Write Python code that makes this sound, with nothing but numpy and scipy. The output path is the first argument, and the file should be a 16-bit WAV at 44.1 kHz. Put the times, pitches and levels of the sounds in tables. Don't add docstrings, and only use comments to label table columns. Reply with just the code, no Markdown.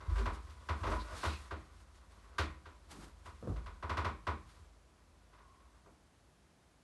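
import sys
import numpy as np
from scipy import signal
from scipy.fft import rfft, irfft, next_fast_len
from scipy.io import wavfile

SR = 44100
rng = np.random.default_rng(int(sys.argv[2]) if len(sys.argv) > 2 else 0)


def master_out(mix):
    frames = np.transpose(np.atleast_2d(mix))
    ceiling = np.clip(frames, -1, 1)
    pcm = np.round(ceiling * 32767).astype(np.int16)
    wavfile.write(sys.argv[1], SR, pcm)


N = 301423
T = np.arange(N) / SR

# (frequency [Hz], relative density [dB])
HUSH_SPECTRUM = [(18, -28), (30, -17), (59, 6.5), (112, 0), (199, -2.5), (362, -6), (430, -8.5), (625, -8),
                 (1460, -14), (2850, -20), (6490, -22.5), (11500, -27.5), (15000, -74), (22000, -120)]
# (time [s], level [dB])
MOVEMENT = [(0.0, 1), (1.3, -1), (1.9, -7), (4.4, -5.5), (4.9, -16.5), (5.9, -11.5), (6.15, -29),
            (6.83, -32)]
# (peak time [s], rise [s], fall [s], creak level [dB])
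JOINT_LEANS = [(.21, 0.6, 0.29, -50.5), (.86, 0.15, 0.48, -43.5), (2.51, 0.4, 0.13, -55.5),
               (5.55, 0.61, 0.82, -74.5)]
# (frequency [Hz], gain [dB])
JOINT_SPECTRUM = [(150, -5), (400, -1), (750, -4), (1050, -3), (1500, -2), (2500, -5), (6000, 0)]
# (time [s], length [s], pitch [Hz], width [Hz], level [dB])
VARNISH_RUBS = [(0.086, 0.07, 338, 40.5, -54.5), (0.162, 0.089, 425, 70, -46), (0.174, 0.14, 225, 25, -49),
                (0.899, 0.082, 620, 31, -44.5), (0.951, 0.073, 1000, 70, -44.5),
                (0.977, 0.067, 4100, 1300, -55.5), (1.019, 0.18, 604, 25, -59.5),
                (1.146, 0.28, 4070, 1800, -55), (1.226, 0.21, 2570, 600, -56.5),
                (5.282, 0.49, 1093, 90, -68.5)]
# (peak time [s], rise [s], fall [s], relative level [dB])
CLOTH_STROKES = [(.19, 0.1, 0.19, -63.5), (.35, .04, 0.053, -65.5), (.52, 0.041, 0.047, -73),
                 (.9, 0.19, 0.25, -62), (1.24, 0.22, 0.27, -56), (1.83, 0.18, 0.047, -76),
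                 (1.96, 0.027, 0.069, -76), (2.11, 0.025, 0.4, -78.5), (2.915, 0.027, 0.083, -61.5),
                 (3.04, 0.13, 0.071, -65.5), (3.26, 0.036, .1, -67.5), (3.52, 0.89, 0.27, -77.5),
                 (4.52, 0.15, 0.26, -74)]
# (frequency [Hz], relative density [dB])
CLOTH_SPECTRUM = [(200, 7.5), (600, 6.5), (1300, 11.5), (2500, 4), (4200, 4.5), (6000, 1), (9000, -1),
                  (11500, -7.5)]
# (time [s], level [dB])
SWING_LEVEL = [(2.86, -77), (2.93, -58), (3.04, -54), (3.11, -65.5), (3.22, -105)]
# (frequency [Hz], relative density [dB])
SWING_SPECTRUM = [(50, -6), (80, -16), (140, -2), (330, 0), (600, -15), (1200, -11), (2500, -31),
                  (8000, -30.5)]
# (time [s], relative level [dB])
FOLD_LANDINGS = [(3.427, -4), (3.452, -10), (3.474, 2.5)]
# (frequency [Hz], relative density [dB], t60 [s])
FOLD_RING = [(90, 8, 0.17), (170, 6, 0.49), (300, 0.5, 0.36), (547, -6, 0.36), (800, -15.5, 0.61),
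             (1220, -12, 0.34), (2210, -51, .2), (8000, -50, .2)]
# (frequency [Hz], relative level [dB], t60 [s])
TOP_MODES = [(50.5, -36, 1), (74.1, 2, 0.41), (94.8, 2, 0.12)]
# (frequency [Hz], relative level [dB], t60 [s])
PANEL_MODES = [(216.2, -6, 0.34), (315.8, -7.5, 0.49), (355.1, -5.5, 0.34), (389.7, -4.5, 0.26),
               (426, -11.5, 0.22), (513, -3.5, 0.16), (600.4, -3.5, 0.23), (671.5, -1, 0.19),
               (786, -15, 0.41), (850, -27, 0.24), (940, 1.5, 0.19), (991.3, -0.5, 0.22), (1072, -5.5, 0.2),
               (1101, -5, 0.18), (1159, -5, 0.15), (1300, -2.5, 0.16), (1451, 3, 0.16), (1585, -8, 0.081),
               (1878, -13, 0.4), (1925, -6, 0.19), (2080, -10, 0.21), (2357, -13, 0.29)]
# (frequency [Hz], relative level [dB], t60 [s])
FOOT_MODES = [(1140, -5.5, 0.087), (1592, 2.5, 0.039), (1907, -6, 0.016), (4650, -15.5, 0.029)]
# (frequency [Hz], relative density [dB], t60 [s])
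WOOD_RING = [(138, -4.5, 0.6), (300, -3.5, 0.34), (550, -3, 0.26), (796, -7.5, 0.2), (1174, 3.5, 0.34),
             (1600, -7.5, 0.23), (2180, -9, 0.4), (2780, -14.5, 0.22), (3600, -14.5, 0.29),
             (5500, -24.5, 0.21), (7450, -33, 0.34), (11500, -41, 0.19)]
# (time [s], relative boom [dB], sway [dB])
LIMB_THUDS = [(0.068, 0, -29), (0.105, -3, -33), (0.803, -3.5, -34.5), (2.950, -22, -50), (3.48, -15, -36),
              (4.58, -23, -61)]
# (time [s], relative ring [dB], relative boom [dB], hardness [dB/octave], response [0 or 1])
DESK_JOLTS = [(.155, -15.5, -21, 1.5, 1), (.180, -12, -7, 1, 1), (.256, -3.5, -3.5, -0.5, 0),
              (.497, -31.5, -35, 7.5, 0), (.687, -3, -0.5, 0.5, 0), (.833, -4.5, -9, -1.5, 0),
              (.864, -7, -2, -5, 1), (.915, -3.5, -10, -2, 0), (1.110, -15.5, -13, -2, 0),
              (1.231, -1.5, -14, -1.5, 0), (1.249, -8, 1, 3, 1), (1.508, -8.5, -8, -1.5, 1),
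              (2.382, 0.5, 0.5, 2.5, 1), (2.655, -20, -20, 0.5, 1), (3.257, -17.5, -16, 0.5, 0),
              (3.56, -21.5, -28, 2, 0), (3.66, -16.5, -17.5, 1.5, 0), (3.825, -8, -8.5, -2, 0),
              (3.894, -3, -4.5, 0.5, 0), (3.970, -1.5, -2, 0.5, 0), (4.045, -1.5, -1.5, 0, 0),
              (4.268, -1, -2.5, -0.8, 0), (5.331, -29, -35, 1, 0), (5.383, -29.5, -41, 1, 0),
              (5.858, -29.5, -31, -9.5, 1)]


def from_db(db):
    return 10 ** (np.asarray(db) / 20)


def rms_one(x):
    return x / np.sqrt(np.mean(x ** 2) + 1e-20)


def unit_energy(x):
    return x / np.sqrt(np.sum(x ** 2) + 1e-20)


def add(out, time_s, sound):
    start = max(round(time_s * SR), 0)
    out[start:start + len(sound)] += sound[:N - start]


def gain_curve(rows):
    times_s, db = np.transpose(rows)
    return from_db(np.interp(T, times_s, db, left=-120, right=-120))


def swells(rows):
    power = 0
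    for peak_s, rise_s, fall_s, db in rows:
        distance = np.maximum((peak_s - T) / rise_s, (T - peak_s) / fall_s)
        power = power + from_db(db - 20 * np.minimum(distance, 10)) ** 2
    return np.sqrt(power)


def at_hz(table, hz, column=1):
    table = np.array(table)
    return np.interp(np.log(hz + 1), np.log(table[:, 0]), table[:, column])


def coloured(x, spectrum):
    size = 2 * len(x)
    gain = from_db(at_hz(spectrum, np.fft.rfftfreq(size, 1 / SR)))
    return rms_one(irfft(rfft(x, size) * gain)[:len(x)])


def noise(spectrum):
    return coloured(rng.standard_normal(next_fast_len(N)), spectrum)[:N]


def grains(per_s, spread_db):
    sizes = from_db(spread_db * np.minimum(rng.exponential(1, N), 4))
    return (rng.random(N) < per_s / SR) * sizes * rng.choice([-1, 1], N)


def wavering_tone(hz, width_hz, size=N):
    pole = np.exp((2j * hz - width_hz) * np.pi / SR)
    band = signal.lfilter([1], np.poly([pole, pole]), rng.standard_normal(size + SR))[SR:]
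    return rms_one(np.real(band / (abs(band) + 0.38 * np.std(band))))


def decay(t60_s):
    return np.exp(-np.log(1000) * T[:SR] / t60_s)


def onset(build_s):
    return 1 - np.exp(-T[:SR] / build_s)


def modal_ring(modes, weights):
    return unit_energy(sum(weight * from_db(db) * np.sin(2 * np.pi * hz * T[:SR]) * decay(t60_s)
                           for weight, (hz, db, t60_s) in zip(weights, modes)))


def dense_ring(table, build_cycles):
    out = 0
    edges_hz = np.geomspace(80, 12500, 23)
    for low_hz, high_hz in zip(edges_hz, edges_hz[1:]):
        hz = np.sqrt(low_hz * high_hz)
        band_pass = signal.butter(2, [low_hz, high_hz], "band", fs=SR, output="sos")
        band = signal.sosfilt(band_pass, rng.standard_normal(2 * SR))[SR:]
        envelope = onset(build_cycles / hz) * decay(at_hz(table, hz, column=2))
        gain = from_db(at_hz(table, hz)) * np.sqrt(high_hz - low_hz)
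        out = out + gain * unit_energy(band * envelope)
    return unit_energy(out)


def office_hush(level_db):
    return from_db(level_db) * noise(HUSH_SPECTRUM)


def desk_rumble(gain_db):
    return from_db(gain_db) * gain_curve(MOVEMENT) * wavering_tone(hz=TOP_MODES[1][0], width_hz=19.4)


def desk_sway(idle_db, jolt_feed_db, build_s, hold_s, fall_db_per_s):
    t = T[:2 * SR]
    envelope = (1 - np.exp(-t / build_s)) * from_db(-fall_db_per_s * np.maximum(t - hold_s, 0))
    power = (from_db(idle_db) * gain_curve(MOVEMENT) ** 0.61) ** 2
    for time_s, _, sway_db in LIMB_THUDS:
        add(power, time_s, (from_db(sway_db) * envelope) ** 2)
    for time_s, _, boom_db, _, _ in DESK_JOLTS:
        add(power, time_s, (from_db(boom_db + jolt_feed_db) * envelope) ** 2)
    return np.sqrt(power) * wavering_tone(hz=53.23, width_hz=9.1)


def joint_creak(response, idle_db):
    slips = signal.fftconvolve(grains(per_s=220, spread_db=5), response)[:next_fast_len(N)]
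    load = np.hypot(swells(JOINT_LEANS), from_db(idle_db) * gain_curve(MOVEMENT))
    return load * coloured(slips, JOINT_SPECTRUM)[:N]


def varnish_rubs():
    out = np.zeros(N)
    for time_s, length_s, hz, width_hz, db in VARNISH_RUBS:
        size = int(length_s * SR)
        tone = wavering_tone(hz, width_hz, size=SR)[:size]
        add(out, time_s, from_db(db) * np.hanning(size) * tone)
    return out


def blanket_rustle(gain_db, linger_s, idle_db):
    catches = grains(per_s=1100, spread_db=4)
    power = signal.lfilter([1], [1, -np.exp(-1 / (linger_s * SR))], catches ** 2)
    sliding = np.hypot(swells(CLOTH_STROKES), from_db(idle_db) * gain_curve(MOVEMENT))
    return from_db(gain_db) * sliding * rms_one(np.sqrt(power) * noise(CLOTH_SPECTRUM))


def blanket_throw(ring_db, slap_db, whump_at_s, whump_hz, whump_t60_s, whump_db):
    out = gain_curve(SWING_LEVEL) * noise(SWING_SPECTRUM)
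    slap = -modal_ring([(190, -1, 0.02), (490, 0, 0.021)], [1, 1])
    for time_s, fold_db in FOLD_LANDINGS:
        fold = from_db(slap_db) * slap + from_db(ring_db) * dense_ring(FOLD_RING, build_cycles=0.3)
        add(out, time_s, from_db(fold_db) * fold)
    add(out, whump_at_s, from_db(whump_db) * modal_ring([(whump_hz, 0, whump_t60_s)], [1]))
    return out


def scuffs(low_cut_hz, rise_s, fall_s, gain_db):
    gain = swells([(time_s + rise_s, rise_s, fall_s, ring_db + gain_db)
                   for time_s, ring_db, *_ in DESK_JOLTS])
    low_cut = signal.butter(2, low_cut_hz, "high", fs=SR, output="sos")
    return gain * rms_one(signal.sosfilt(low_cut, noise(CLOTH_SPECTRUM)))


def foot_response(panel_db, crack_db, leg_hz, leg_width_hz, leg_db):
    panels = modal_ring(PANEL_MODES, rng.choice([-1, 1], len(PANEL_MODES))) * onset(build_s=0.012)
    crack = modal_ring(FOOT_MODES, [1, -1, 1, 1]) * onset(build_s=0.003)
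    wood = dense_ring(WOOD_RING, build_cycles=6.9)
    ring = from_db(crack_db) * crack + from_db(panel_db) * panels + wood
    leg = signal.lfilter(*signal.iirpeak(leg_hz, leg_hz / leg_width_hz, fs=SR), ring)
    return unit_energy(ring + from_db(leg_db) * leg)


def harden(ring, db_per_octave):
    hz = np.fft.rfftfreq(2 * SR, 1 / SR)
    octaves = np.log2(np.maximum(hz, 700) / 1100)
    return irfft(rfft(ring, 2 * SR) * from_db(db_per_octave * octaves))[:SR]


def desk_jolts(responses, boom_lag_s, gain_db):
    out = np.zeros(N)
    boom = modal_ring(TOP_MODES, [1, 1, -1])
    for time_s, ring_db, boom_db, db_per_octave, which in DESK_JOLTS:
        add(out, time_s, from_db(ring_db) * harden(responses[int(which)], db_per_octave))
        add(out, time_s + boom_lag_s, from_db(boom_db) * boom)
    for time_s, boom_db, _ in LIMB_THUDS:
        add(out, time_s + boom_lag_s, from_db(boom_db) * boom)
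    return from_db(gain_db) * out


def scene():
    feet = [foot_response(panel_db=0.5, crack_db=-5.5, leg_hz=1030, leg_width_hz=115, leg_db=-2),
            foot_response(panel_db=0, crack_db=-4, leg_hz=331, leg_width_hz=23, leg_db=-1.5)]
    desk = desk_jolts(feet, boom_lag_s=0.0102, gain_db=-2)
    desk += scuffs(low_cut_hz=4960, rise_s=0.0057, fall_s=0.041, gain_db=-63.5)
    desk += joint_creak(feet[0], idle_db=-65)
    desk += desk_sway(idle_db=-57.5, jolt_feed_db=-52.5, build_s=0.066, hold_s=0.1, fall_db_per_s=97)
    desk += desk_rumble(gain_db=-56)
    blanket = blanket_throw(ring_db=-9.5, slap_db=-17,
                            whump_at_s=3.497, whump_hz=98, whump_t60_s=0.091, whump_db=-5.5)
    blanket += blanket_rustle(gain_db=8.5, linger_s=0.014, idle_db=-77)
    return (desk + varnish_rubs() + blanket + office_hush(level_db=-67.5))[None]


def record(dry):
    low_cut_hz, high_cut_hz = 33, 11800
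    low_cut = signal.butter(2, low_cut_hz, "high", fs=SR, output="sos")
    high_cut = signal.ellip(10, 0.3, 70, high_cut_hz, fs=SR, output="sos")
    thin = signal.sosfilt(low_cut, signal.sosfilt(low_cut, dry))
    return signal.sosfilt(high_cut, thin)


dry = scene()
out = record(dry)
master_out(out)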